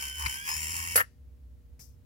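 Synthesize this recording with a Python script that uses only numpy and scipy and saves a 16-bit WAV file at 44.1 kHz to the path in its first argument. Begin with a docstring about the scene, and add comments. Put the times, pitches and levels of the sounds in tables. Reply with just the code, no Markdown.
"""A dental handpiece runs close to the microphone: its small motor whines and its spindle rattles
once a turn. The whine rises as the speed is turned up; then the motor stops dead with a clack, and
a short chatter rings the housing. Later a faint, scraping switch click sounds over the low rumble
and hum of the room. Impacts and friction are noise shaped by resonances; the whine is a sum of partials."""
import sys
import numpy as np
from scipy import signal
from scipy.fft import rfft, irfft
from scipy.io import wavfile
from scipy.ndimage import uniform_filter1d

SR = 44100
rng = np.random.default_rng(int(sys.argv[2]) if len(sys.argv) > 2 else 0)


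def master(y):
    """Save y as 16-bit WAV."""
    cut = np.clip(np.atleast_2d(y).T, -1, 1)
    pcm = np.round(cut * 32767)  # scale
    wavfile.write(sys.argv[1], SR, pcm.astype(np.int16))


N = 90404
T = np.arange(N) / SR
HZ = np.fft.rfftfreq(2 * N, 1 / SR)

# spindle speed (time [s], rate [turns/s])
SPINDLE_RATE = [(0, 68.7), (.14, 68.4), (.19, 76.1), (.24, 69.4), (.35, 65.7), (.43, 77.5), (.53, 79.1),
                (.65, 76.4), (.73, 85.6), (.81, 81.2), (.87, 85.5), (.95, 86)]
# lag of the left microphone port behind the right (frequency [Hz], phase [rad])
LEFT_LAG = [(80, .1), (580, .6), (1100, 2.5), (1400, 3.7), (1800, 2.9), (2450, 4.6), (3200, 6.4),
            (4400, 9.9), (5100, 12.5), (6200, 14.1), (6600, 15.7), (8300, 20.4), (10700, 22.5), (13300, 22),
            (15400, 28.3)]


def amp(db):
    """Decibels to amplitude ratio."""
    return 10 ** (np.asarray(db) / 20)


def curve(table, column=1):
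    """Linear interpolation of a column over time."""
    table = np.array(table)
    return np.interp(T, table[:, 0], table[:, column])


def read(table, hz, column=1):
    """Interpolation of a column over log frequency."""
    table = np.array(sorted(map(tuple, table)))
    return np.interp(np.log(hz + 1), np.log(table[:, 0]), table[:, column])


def pan(db):
    """Left and right gains for a level difference."""
    return amp([[db / 2], [-db / 2]])


def decay(start, fall_s):
    """Damping: a sudden onset falls exponentially."""
    return (T >= start) * np.exp(-np.maximum(T - start, 0) / fall_s)


def wander(width_hz):
    """Random modulation: low-passed complex noise of unit power."""
    white = rng.standard_normal(N) + 1j * rng.standard_normal(N)
    low_pass = np.exp(-(np.fft.fftfreq(N, 1 / SR) / width_hz) ** 2)
    slow = np.fft.ifft(np.fft.fft(white) * low_pass)
    return slow / slow.std()


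def grit(spread_db):
    """Rough contact: two noise streams whose level jumps every 16 samples, as tiny uneven impacts."""
    noise = rng.standard_normal((2, N))
    noise *= amp(spread_db * np.repeat(rng.standard_normal(N // 16 + 1), 16)[:N])
    return noise / noise.std()


def colour(streams, spectrum, coherence=None, side=1):
    """Source and filter: two streams take on a causal response and the ports' coherence and lag."""
    # likeness of left and right for a near source (frequency [Hz], coherence [0-1])
    near_coherence = [(60, 0.51), (200, .9), (1000, 0.85), (3150, 0.75), (3700, 0.11), (5500, .48),
                      (12000, 0.38)]
    same = read(coherence or near_coherence, HZ)
    common, separate = rfft(streams, 2 * N)
    left = common * np.exp(-1j * side * read(LEFT_LAG, HZ))
    right = same * common + np.sqrt(1 - same ** 2) * separate
    levels = np.array([read(spectrum, HZ), read(spectrum, HZ, column=2)])
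    gain = amp(uniform_filter1d(levels, round(50 / HZ[1]))) * np.sqrt(SR / 2)  # smoothed over 50 Hz
    log_gain = np.log(gain).mean(0)
    lag = signal.hilbert(np.r_[log_gain, log_gain[-2:0:-1]]).imag[:len(HZ)]  # minimum phase
    return irfft(np.array([left, right]) * gain * np.exp(-1j * lag), 2 * N)[:, :N]


def tone(phasor, hz):
    """Path difference: a tone reaches the two ports with different phases."""
    return np.sqrt(2) * np.array([phasor.real, (phasor * np.exp(1j * read(LEFT_LAG, hz))).real])


def background(throb_hz=65.2, throb_db=-54):
    """Ambient noise: rumble, hiss, electrical hum and a narrow noise band that beats as a low throb."""
    # room noise (frequency [Hz], left [dB/Hz], right [dB/Hz])
    noise_floor = [(20, -99.5, -100), (42, -85, -89), (58.3, -70, -74), (66.35, -70, -63.5),
                   (89, -80.5, -73.5), (140, -79, -88.5), (205, -96.5, -93.5), (304, -94.5, -101),
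                   (648, -107, -110), (1500, -114, -115), (4980, -119, -120), (8600, -122, -122),
                   (15000, -119, -119)]
    # likeness of left and right (frequency [Hz], coherence [0-1])
    coherence = [(60, 0.37), (200, 0.22), (1000, 0.15), (4000, 0.25)]
    # electrical hum (frequency [Hz], level [dB])
    hum_tones = [(240, -74), (268, -77.5), (479, -79), (599, -86)]
    hum = sum(amp(db) * np.sqrt(2) * np.sin(2 * np.pi * (hz * T + rng.random())) for hz, db in hum_tones)
    throb = amp(throb_db) * np.sqrt(2) * (wander(width_hz=10) * np.exp(2j * np.pi * throb_hz * T)).real
    return colour(rng.standard_normal((2, N)), noise_floor, coherence, side=0) + hum + throb


def reverberation(direct, level_db=-26):
    """Diffuse field: a weak, short tail in which each band decays at its own rate."""
    # reverberation time (frequency [Hz], T60 [s])
    t60 = [(200, 0.13), (1500, 0.19), (5000, 0.36), (14000, 0.12)]
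    hz, t, bands = signal.stft(rng.standard_normal((2, SR // 2)), SR, nperseg=256)
    tail = signal.istft(bands * amp(-60 * t / read(t60, hz)[:, None]), SR, nperseg=256)[1]
    return amp(level_db) * signal.fftconvolve(direct, tail / np.linalg.norm(tail[0]), axes=1)[:, :N]


def echoes(direct):
    """Early reflection: the case and the wall each return a delayed, weaker copy."""
    # reflections (delay [s], gain [dB])
    paths = [(.0029, -29), (.0082, -13.5)]
    return sum(amp(db) * np.pad(direct, ((0, 0), (round(s * SR), 0)))[:, :N] for s, db in paths)


def switch(start_s=1.793, rise_s=.011, fade_db_per_s=215):
    """Impact and sliding friction: a switch taps softly and scrapes, from the other side."""
    # scrape and tap spectra (frequency [Hz], left [dB/Hz], right [dB/Hz])
    slide_spectrum = [(298, -108, -111), (3970, -103, -111), (5220, -83.5, -90), (6000, -84.5, -99),
                      (8600, -93, -105), (10900, -91.5, -102), (13900, -88, -103), (16000, -95, -105)]
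    tap_spectrum = [(170, -76, -78), (330, -98, -98), (650, -90, -92), (1400, -102, -104), (2300, -88, -92),
                    (3200, -102, -106), (8000, -105, -110)]
    age = np.maximum(T - start_s, 0)
    rise = (age > 0) * np.minimum(.5 + .5 * age / rise_s, 1)
    fade = amp(-fade_db_per_s * np.maximum(age - 2 * rise_s, 0))
    scrape = colour(grit(0.76) * rise * fade, slide_spectrum, side=-0.57)
    tap = colour(grit(0.56) * decay(start_s, fall_s=.01), tap_spectrum, side=0)
    return scrape + tap


def bump(times_s=(.2605, .2645)):
    """Impact and rebound: the shaking handpiece gives a dull double knock."""
    # knock spectrum (frequency [Hz], left [dB/Hz], right [dB/Hz])
    spectrum = [(40, -67.5, -68), (99, -47.5, -48), (198, -58.5, -67), (605, -95, -97), (975, -60, -69),
                (1800, -61, -73), (2250, -45, -54), (3500, -73.5, -73), (4470, -58, -78), (6340, -74, -85)]
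    return colour(grit(0.6) * sum(decay(s, fall_s=.003) for s in times_s), spectrum)


def ticks(edge_s=.001, body_s=.0018, ring_s=.006):
    """Hard impact: metal parts strike and bounce, the later bounces with less body."""
    # strikes (time [s], edge gain [dB], body gain [dB], left minus right [dB])
    strikes = [(.9578, -9, -2, 3), (.9602, -7, -4, 0), (.9636, -1, -1, -2), (.9672, -4, -5, -3),
               (.9757, 3, -7, -7), (.9846, -1, -14, -9), (.9992, -3, -22, -9), (1.0085, -5, -20, -9),
               (1.0255, -18, -32, -7)]
    # spectra of the sharp edge and the body (frequency [Hz], left [dB/Hz], right [dB/Hz])
    edge_spectrum = [(4000, -88.5, -91.5), (8900, -70, -68), (10800, -52.5, -57.5), (12500, -58.5, -57.5),
                     (13500, -50, -48.5), (14930, -54.5, -55.5), (14400, -70.5, -69)]
    body_spectrum = [(302, -73, -69.5), (1499, -59, -65.5), (2750, -69.5, -70.5), (3716, -74, -76),
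                     (4400, -57.5, -74), (8900, -61, -66.5), (9590, -52.5, -73.5), (10170, -44, -51.5),
                     (11200, -56, -42.5), (12070, -60.5, -60), (15800, -59, -64)]
    edge = body = 0
    for s, edge_db, body_db, pan_db in strikes:
        edge += amp(edge_db) * pan(pan_db) * decay(s, edge_s)
        body += amp(body_db) * pan(pan_db) * (decay(s, body_s) + .25 * decay(s, ring_s))
    return edge * colour(grit(0.94), edge_spectrum) + body * colour(grit(0.33), body_spectrum)


def housing_ring(jitter_hz=21):
    """Modal vibration: the housing rings in tones broadened by random frequency modulation."""
    # housing modes (frequency [Hz], level [dB])
    modes = [(1320, -42), (1362, -33), (1487, -42), (1730, -37), (1832, -30), (2038, -41), (2115, -34.5)]
    ring = 0
    for hz, db in modes:
        cycles = hz * T + rng.random() + np.cumsum(jitter_hz * wander(width_hz=110).real) / SR
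        ring += amp(db) * tone(np.exp(2j * np.pi * cycles), hz)
    return pan(db=8) * ring


def clack():
    """Transient excitation: the drive stops dead with ticks, thuds, a scrape and a ringing chatter."""
    # blunt knocks (time [s], gain [dB], decay [s])
    blows = [(.957, 0, .006), (.977, -7, .006), (.988, -5, .006)]
    # braking (time [s], ringing gain [dB], scrape gain [dB])
    braking = [(.95, -42, -23.5), (.96, -12, -3), (.972, -10, -7), (.98, -1.5, -6.5), (.992, -7.5, -11),
               (.998, -10.5, -12), (1.005, 0.5, -22), (1.015, -5.5, -25.5), (1.023, -28, -30),
               (1.038, -27, -52), (1.05, -40.5, -64)]
    # contact spectra (frequency [Hz], left [dB/Hz], right [dB/Hz])
    thud_spectrum = [(149, -82, -79), (330, -66, -69), (504, -52, -56.5), (576, -52, -57),
                     (750, -63.5, -66), (1110, -54.5, -59.5), (1700, -48, -61), (3000, -64, -64),
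                     (4000, -82, -78.5)]
    scrape_spectrum = [(300, -84, -94.5), (2320, -70.5, -70.5), (3637, -78, -80), (4504, -61, -71.5),
                       (8900, -65.5, -63), (10500, -64, -53), (11800, -68.5, -56.5), (15700, -62.5, -62.5)]
    chatter_spectrum = [(274, -82.5, -90), (517, -61, -63.5), (780, -65, -74.5), (1290, -53, -50.5),
                        (1800, -46.5, -53), (2384, -61.5, -70.5), (2900, -60.5, -72.5),
                        (3520, -74.5, -81.5)]
    gate = (T > braking[0][0]) * (T < braking[-1][0])
    ringing = gate * amp(curve(braking))
    ring = housing_ring() * ringing
    metal = ticks()
    thuds = colour(grit(1.2) * sum(amp(db) * decay(s, fall) for s, db, fall in blows), thud_spectrum)
    scrape = colour(grit(0.89) * gate * amp(curve(braking, column=2)), scrape_spectrum)
    chatter = colour(grit(3.7) * ringing, chatter_spectrum)
    return metal + thuds + scrape + chatter + ring


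def running(late_s=0, stop_s=.958, fade_s=.007):
    """Driven vibration: full amplitude until the stop, then a fast exponential decay."""
    return np.exp(-np.maximum(T - stop_s - late_s, 0) / fade_s)


def knocks(turns, spread_db, rise_turns=.06, fall_turns=.15):
    """Periodic impact: the envelope of one knock a turn, of uneven strength."""
    part = turns % 1
    knock = np.minimum(part / rise_turns, 1) * np.exp(-np.maximum(part - rise_turns, 0) / fall_turns)
    return knock * amp(spread_db * rng.standard_normal(200)[turns.astype(int)])


def spindle(rub=.46, repeat=.46, rebound_db=-15):
    """Rotating contact: each turn knocks, rebounds and rubs; imbalance shakes the handpiece."""
    # vibration strength (time [s], rattle gain [dB], shell buzz gain [dB], shake level [dB])
    strength = [(0, -2, -12.5, -54.5), (.03, -0.5, -3, -51.5), (.09, -3.5, -16.5, -62.5),
                (.14, -11, -25, -54), (.2, -0.5, 1, -43.5), (.26, -4, 4, -30.5), (.3, 0, -6.5, -50.5),
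                (.37, -3.5, -8, -82), (.43, -9.5, -28, -56), (.49, 3.5, 9.5, -58.5), (.56, -0.5, -8, -42),
                (.66, -0.5, -12.5, -46), (.76, 1, -4.5, -47.5), (.81, 0, 0, -41), (.85, -1.5, -6, -47.5),
                (.95, -1.5, -14, -47)]
    # the gears catch and rasp (time [s], boost [dB])
    catches = [(.0235, 3), (.2215, 3), (.488, 4), (.565, 4), (.626, 5), (.765, 5), (.874, 3), (.909, 3)]
    # rattle and shell resonances (frequency [Hz], left [dB/Hz], right [dB/Hz])
    rattle_spectrum = [(99, -89.5, -92.5), (220, -85, -89), (650, -97, -101), (1250, -84, -81),
                       (1600, -91, -83), (1870, -73, -74), (2250, -70, -75), (2520, -78, -74),
                       (3150, -73.5, -74.5), (3400, -100, -100), (3640, -86, -86), (3950, -95, -96),
                       (4450, -78, -88), (4870, -85, -93), (5150, -68, -84), (5900, -78, -79),
                       (6500, -75, -78), (7370, -73.5, -80), (7900, -84, -84), (8650, -85, -76),
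                       (9900, -77, -78), (10470, -68, -75), (10900, -77, -73), (11800, -85, -78.5),
                       (13800, -85, -81), (15050, -93, -82), (15600, -78, -78), (16200, -96.5, -92.5)]
    shell_spectrum = [(554, -110, -110), (785.5, -88.5, -94.5), (910, -69, -69.5), (1121, -69.5, -74.5),
                      (1350, -89, -87), (1807, -94.5, -73), (2295, -76, -86.5), (3570, -105, -105)]
    turns = np.cumsum(curve(SPINDLE_RATE)) / SR + .38  # first knock after .62 turn
    contact = rub + knocks(turns, spread_db=1.3)
    contact += amp(rebound_db) * knocks(turns + .58, spread_db=4)  # .42 turn after each knock
    contact /= np.sqrt(np.mean(contact ** 2))
    contact *= amp(sum(db * decay(s, fall_s=.005) for s, db in catches)) * running()
    rough_spots = rng.standard_normal((2, 600))[:, (turns % 1 * 600).astype(int)]  # alike every turn
    force = lambda: contact * (np.sqrt(1 - repeat ** 2) * grit(1.6) + repeat * rough_spots)
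    rattle = colour(force() * amp(curve(strength)), rattle_spectrum)
    buzz = colour(force() * amp(curve(strength, column=2)), shell_spectrum)
    shake = -np.sqrt(2) * np.cos(2 * np.pi * turns) * amp(curve(strength, column=3))
    return rattle + buzz + shake * running(late_s=.0551)


def motor(flutter_rad=.2, width_hz=82, hum_rise_db=9.5):
    """Rotational orders: whine partials, phase-modulated by the spindle, over its low harmonic hum."""
    # whine pitch (time [s], frequency [Hz])
    pitch = [(0, 1539), (.14, 1532), (.26, 1516), (.32, 1528), (.41, 1605), (.51, 1712), (.62, 1854),
             (.68, 1851), (.78, 1850), (.89, 1863), (.95, 1852)]
    # partials (multiple of the pitch [ratio], left minus right [dB], roughness [0-1])
    orders = [(.5, 2, .12), (1, -9, .25), (1.207, 0, .3), (1.45, -2, .3), (2, 0, .28), (3, 7, .3),
              (4, 9, .5)]
    # strength of the partials (time [s], level of each in turn [dB])
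    order_levels = [(.33, -75.5, -48, -61.5, -55, -42.5, -76, -83),
                    (.45, -71, -47.5, -77, -45, -48.5, -56, -84),
                    (.52, -86, -49.5, -69.5, -43, -61.5, -34.5, -38.5),
                    (.6, -58, -52.5, -55, -54.5, -72.5, -47, -40),
                    (.95, -56, -50.5, -40.5, -47, -78.5, -69.5, -53)]
    # spindle hum (multiple of the turning rate [ratio], level at mid speed [dB])
    harmonics = [(2, -64), (3, -77), (5, -79)]
    hz, spin_hz = curve(pitch), curve(SPINDLE_RATE)
    speed = (hz - hz.min()) / np.ptp(hz)  # 0 slowest, 1 fastest
    spin_phase = 2 * np.pi * np.cumsum(spin_hz) / SR
    whine_phase = 2 * np.pi * np.cumsum(hz) / SR + flutter_rad * np.sin(spin_phase)
    hum = whine = 0
    for k, db in harmonics:
        sway = 1 + .5 * wander(width_hz=2.2)
        hum += amp(db) * tone(np.exp(1j * k * spin_phase) * sway, k * spin_hz)
    for column, (k, pan_db, rough) in enumerate(orders, start=1):
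        partial = np.exp(1j * k * whine_phase) * (1 - rough + rough * wander(width_hz * k))
        whine += pan(pan_db) * tone(partial * amp(curve(order_levels, column)), k * hz)
    return (whine + hum * amp(hum_rise_db * (speed - .5))) * running()


def scene():
    """Superposition: the handpiece and the switch, their reflections and the quiet room."""
    direct = spindle() + motor() + clack() + bump() + switch()
    return direct + echoes(direct) + reverberation(direct) + background()


def record(dry, ceiling=.7, cutoff_hz=15950):
    """Soft saturation rounds the peaks, then a low-pass filter limits the band."""
    saturated = ceiling * np.tanh(dry / ceiling)
    low_pass = signal.firwin(511, cutoff_hz, window=("kaiser", 9), fs=SR)
    return signal.oaconvolve(saturated, low_pass[None], "same")


dry = scene()
out = record(dry)
master(out)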